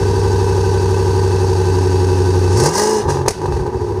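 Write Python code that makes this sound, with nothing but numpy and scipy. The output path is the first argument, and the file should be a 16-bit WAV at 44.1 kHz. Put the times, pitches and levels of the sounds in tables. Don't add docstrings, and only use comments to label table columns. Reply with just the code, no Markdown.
import sys
import numpy as np
from scipy import signal
from scipy.fft import rfft, irfft, next_fast_len
from scipy.io import wavfile
from scipy.ndimage import uniform_filter1d

SR = 44100
rng = np.random.default_rng(int(sys.argv[2]) if len(sys.argv) > 2 else 0)


def store_pcm(level_fs):
    pcm = np.round(np.clip(level_fs, -1, 1) * 32767).astype(np.int16)
    wavfile.write(sys.argv[1], SR, np.atleast_2d(pcm).T)


N = 176400
T = np.arange(N) / SR


def from_db(db):
    return 10 ** (np.asarray(db) / 20)


def in_time(rows, column=1):
    rows = np.array(rows)
    return np.interp(T, rows[:, 0], rows[:, column])


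def colour(x, points):
    size = next_fast_len(N + SR // 4, True) // 2 * 2
    hz, db = np.transpose(points)
    log_hz = np.log(np.arange(size // 2 + 1) * SR / size + 1)
    cepstrum = irfft(np.log(from_db(np.interp(log_hz, np.log(hz), db))))
    cepstrum[1:size // 2] *= 2
    cepstrum[size // 2 + 1:] = 0
    return irfft(rfft(x, size) * np.exp(rfft(cepstrum)))[:N]


def rms_one(x):
    return x / np.sqrt(np.mean(x ** 2) + 1e-20)


def evened(x, size=3700):
    power = uniform_filter1d(uniform_filter1d(x ** 2, size), size // 2)
    return x / np.sqrt(np.abs(power) + 1e-14)


def clicks(times, sizes):
    out = np.zeros(N)
    inside = (times >= 0) & (times < (N - 1) / SR)
    np.add.at(out, np.round(times[inside] * SR).astype(int), sizes[inside])
    return out


def fade(x, seconds):
    return signal.lfilter([1], [1, -np.exp(-1 / (SR * seconds))], x + 1e-18)


def scattered(pulses, ring_s, size=2600):
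    path = rng.standard_normal(size) * np.exp(-T[:size] / ring_s)
    return signal.fftconvolve(pulses, rms_one(path))[:N]


def resonance(x, hz, width_hz):
    decay = np.exp(-np.pi * width_hz / SR)
    turn = np.exp(2j * np.pi * np.cumsum(hz) / SR)
    return np.real(turn * signal.lfilter([1], [1, -decay], x / turn))


def idle_then(idle_db, later_db, throttle_s=2.52):
    idling = np.clip((throttle_s - T) / 0.093, 0, 1)
    return idling * idle_db + (1 - idling) * later_db


# t/s, f/Hz
SPEED = [(0, 12.2), (.4, 12.08), (.8, 11.96), (1.2, 11.96), (1.6, 11.76), (1.8, 11.6), (2.5, 11.52),
         (2.545, 12.2), (2.628, 16.8), (2.696, 20.5), (2.808, 26.1), (2.922, 27.3), (3.0, 26.1),
         (3.1, 23.6), (3.218, 22.4), (3.344, 19.8), (3.544, 16.9), (3.75, 14.1), (4.0, 11.8)]
# thump delay/firing gaps, level/dB, bark delay/firing gaps, level/dB
CYLINDERS = [(0.612, 1.5, .011, 1.2), (0.634, -2, .51, 6), (0.518, 3.5, .95, 1.2), (0.55, 0.05, -.244, 0.2),
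             (0.582, 0.5, 1.029, 4), (0.606, 1.5, .953, 1.2), (0.538, 2.56, .706, -1.5),
             (0.517, 2.5, .446, -1.5)]
# t/s, scale of the differences between cylinders, random spread/dB
UNEVENNESS = [(0, 1.85, -0.06), (2.5, 0.91, 0.84), (2.63, 0.94, -0.1), (2.75, 0.38, 0), (2.951, 0.45, 1.3),
              (3.07, 1.37, 4.5), (3.3, 2.7, 3), (3.55, 1.65, 5), (3.75, 1.8, 4), (4, 1.1, 2.3)]


def firings(jitter_s=.00005):
    count = np.cumsum(in_time(SPEED)) / SR * len(CYLINDERS)
    k = np.arange(int(count[-1]))
    cylinder, table = k % len(CYLINDERS), np.array(CYLINDERS)
    s, scale, spread = np.transpose(UNEVENNESS)
    due_s = np.interp(k, count, T)
    scale, spread = np.interp(due_s, s, scale), np.interp(due_s, s, spread)
    capped = np.minimum(scale, 1)
    quirks = (table - table.mean(0))[cylinder].T * np.array([scale, scale, capped, capped])
    thump_late, thump_db, bark_late, bark_db = table.mean(0)[:, None] + quirks
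    shift, change_db = spread * np.clip(rng.standard_normal((len(k), 2)), -2, 2).T
    thump_s = np.interp(k + thump_late, count, T) + jitter_s * shift
    bark_s = np.interp(k + bark_late, count, T) + jitter_s * shift
    thumps = clicks(thump_s, from_db(thump_db + change_db))
    barks = clicks(bark_s, from_db(bark_db + change_db))
    valves = [clicks(bark_s, from_db(change_db / 2) * (cylinder == c)) for c in range(len(CYLINDERS))]
    return thumps, barks, valves


# f/Hz, level/dB
BASS_TONE = [(4, -78), (25, -24), (45, -26), (62, -7), (95, -7), (125, -18.5), (165, -14), (192, -41.5),
             (216, -25.5), (245, -35), (330, -68), (900, -109)]
# t/s, level/dB
BASS_LEVEL = [(0, -15), (1.1, -14.5), (1.9, -14), (2.58, -12.5), (2.66, -15), (2.72, -25), (2.82, -30),
              (2.95, -40), (3.06, -20), (3.28, -29), (3.335, -43), (3.39, -25), (3.46, -21.5), (3.56, -21),
              (3.7, -24), (3.8, -22), (4, -20.5)]


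def bass(thumps):
    return -evened(colour(thumps, BASS_TONE)) * from_db(in_time(BASS_LEVEL) - 0.58)


# f/Hz, level/dB
BARK_TONE = [(100, -63), (280, -28), (320, -36), (355, -11.5), (385, -15.5), (405, -21.5), (422, -13),
             (442, -22.5), (462, -19), (520, -42.7), (660, -54), (840, -27.5), (890, -44.5), (950, -34),
             (1100, -53), (4000, -78.5)]
# t/s, level/dB
BARK_LEVEL = [(2.52, -20), (2.66, -14.5), (2.72, -20.5), (2.77, -20.5), (2.97, -24), (3.02, -24.5),
              (3.11, -19.5), (3.24, -25.5), (3.3, -22.5), (3.33, -34.5), (3.4, -29), (3.46, -19),
              (3.5, -23.5), (3.7, -22.5), (3.85, -22), (4, -22.5)]
# f/Hz, level/dB
RASP_TONE = [(20, -70), (150, -30.5), (300, 2.5), (420, 7), (480, 3), (570, 0.5), (680, -11), (840, 6),
             (980, 5.5), (1060, -9.5), (1180, -1), (1370, -20.5), (1550, -8), (1850, -14.5), (2200, -30.5),
             (4000, -59.5)]


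def rough_bark(barks, growls, puffs):
    speed = in_time(SPEED)
    growl_db = -10.5 + 0.6463 * (speed - speed.min())
    rasp_db = -12 - 1.1 * in_time(UNEVENNESS, column=2)
    uneven = np.clip(in_time(UNEVENNESS) + 0.084, 0, 1)
    bark = evened(colour(barks, BARK_TONE)) * uneven
    growl = evened(colour(growls, RASP_TONE)) * from_db(growl_db)
    rasp = evened(colour(puffs * rng.standard_normal(N), RASP_TONE)) * from_db(rasp_db)
    return (bark + growl + rasp) * from_db(idle_then(-18, in_time(BARK_LEVEL) + 1))


# f/Hz, level/dB
HISS_TONE = [(900, -5.5), (1800, -1), (2270, -10), (2620, -2.5), (3200, -8), (3700, -4), (4370, 0.5),
             (4640, -0.5), (5040, -6.5), (5360, -4), (6450, 0), (7400, -11.5), (7900, -8.5), (9050, -6.5),
             (11000, -17), (13100, -21), (15000, -34)]
# t/s, level/dB
HISS_LEVEL = [(2.52, -32.5), (2.59, -23.5), (2.675, -19.5), (2.71, -30), (2.78, -18), (2.87, -24),
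              (2.99, -28.5), (3.07, -45.5), (3.10, -27.5), (3.25, -48), (3.34, -37), (3.4, -44.5),
              (3.465, -41.5), (3.5, -46), (3.535, -39), (3.69, -49), (3.85, -44.5), (4, -48)]


def hiss(growls, puffs, idle_db=-35):
    gas = evened(puffs * rng.standard_normal(N)) + from_db(-17) * evened(growls)
    level = from_db(idle_then(idle_db, in_time(HISS_LEVEL) - 0.5))
    gentle = np.minimum(level, from_db(idle_db))
    soft_jet = evened(colour(gas, HISS_TONE)) * gentle
    return soft_jet + rings(gas) * np.sqrt(gentle * level) + blast(gas) * (level - gentle)


# f/Hz, width/Hz, level/dB relative to the hiss
RINGS = [(1527.5, 20.4, -6.5), (2610, 18, -15.5), (4663, 60, -9), (5340, 100, -12.5)]
# t/s, pitch ratio
HEAT = [(2.6, 1), (2.79, 1.09), (3.0, 1.1), (3.3, 1)]


def rings(gas):
    heat = in_time(HEAT)
    return sum(from_db(db) * rms_one(resonance(gas, hz * heat, width)) for hz, width, db in RINGS)


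# f/Hz, level/dB
AIR_TONE = [(4, -32), (25, -10), (100, 13), (1000, -11), (5000, -29.5), (15000, -68)]


def air():
    return from_db(-32.5) * rms_one(colour(rng.standard_normal(N), AIR_TONE))


# multiple of the cycle rate, start t/s, end t/s, level/dB
BOOMS = [(24, 1.68, 2.54, -31), (32, 2.78, 3.02, -29), (36, 2.75, 3.02, -30), (8, 2.74, 3.04, -28),
         (16, 2.72, 3.02, -17), (14, 2.74, 3.0, -25), (6, 3.03, 3.31, -22), (4, 3.02, 3.27, -29),
         (5, 3.42, 3.6, -23), (4, 3.48, 3.64, -23), (3, 3.42, 3.66, -30)]


def booms(fade_s=0.035):
    cycles = np.cumsum(in_time(SPEED)) / SR
    out = np.zeros(N)
    for multiple, start, end, db in BOOMS:
        swell = np.clip(np.minimum(T - start, end - T) / fade_s, 0, 1)
        out += np.sqrt(2) * from_db(db) * swell * np.cos(2 * np.pi * multiple * cycles)
    return out


CRACKLE_PLACES = [4.0, 7.2]
# f/Hz, level/dB
SNARL_TONE = [(300, -14), (560, 6.5), (740, -13), (870, 6), (1250, -2), (1400, -32), (1650, -8),
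              (2400, -23)]
# f/Hz, level/dB
BLAST_TONE = [(800, -37), (1900, -0.5), (2400, -24), (3400, -21), (4400, -5), (5200, -1.5), (6500, -1.5),
              (7400, -8.5), (8800, -5.5), (11000, -14.5), (15000, -49)]


def blast(gas):
    cycles = np.cumsum(in_time(SPEED)) / SR
    k = np.arange(int(cycles[-1]))
    shock_times = [np.interp(k + place / len(CYLINDERS), cycles, T) for place in CRACKLE_PLACES]
    shocks = [clicks(times, np.ones(len(k))) for times in shock_times]
    surge = evened(fade(sum(shocks), seconds=.009)) + 1.3
    echoes = sum(scattered(pulses, ring_s=0.0082) for pulses in shocks)
    snarl = from_db(-0.5) * evened(colour(echoes, SNARL_TONE))
    return evened(colour(gas * surge, BLAST_TONE)) + snarl


# t/s, peak level/dB
BURBLES = [(2.661, -20), (2.759, -11), (3.087, -9), (3.105, -7.5), (3.171, -11), (3.215, -12.5),
           (3.261, -8.5), (3.279, -4.5), (3.416, -13.5), (3.457, -9.5), (3.523, -11.5), (3.568, -15),
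           (3.593, -21), (3.664, -14.5)]


def burbles():
    s, db = np.transpose(BURBLES)
    pulses = clicks(s, from_db(db))
    thuds = colour(pulses, RASP_TONE)
    spit = fade(pulses, seconds=0.011) * rms_one(colour(rng.standard_normal(N), HISS_TONE))
    return -thuds / np.abs(thuds).max() * pulses.max() + from_db(-24) * spit


# t/s, level/dB, decay/s
CRACKS = [(3.2823, -5, 0.0051), (3.286, -27.5, 0.026), (3.307, -20.5, 0.0089)]
# f/Hz, level/dB
CRACK_TONE = [(200, 15), (700, 8.5), (1300, -2), (2400, 1.5), (3200, -15), (4600, 2), (6500, 4.5),
              (7500, -1), (9500, -0.5), (12000, -13), (15000, -19)]


def crack():
    level = sum(from_db(db) * (T >= s) * np.exp(-np.abs(T - s) / decay) for s, db, decay in CRACKS)
    return level * rms_one(colour(rng.standard_normal(N), CRACK_TONE))


def scene():
    outdoors = air()
    thumps, barks, valves = firings()
    growls = sum(scattered(pulses, ring_s=0.012) for pulses in valves)
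    puffs = evened(fade(sum(valves), seconds=0.0091)) + 2.13
    exhaust = bass(thumps) + rough_bark(barks, growls, puffs) + hiss(growls, puffs)
    return (exhaust + outdoors + booms() + burbles() + crack())[None]


def record(dry):
    treble_cut = signal.ellip(10, .2, 80, 15200, fs=SR, output="sos")
    return signal.sosfilt(treble_cut, np.clip(dry, -.95, .95))


dry = scene()
out = record(dry)
store_pcm(out)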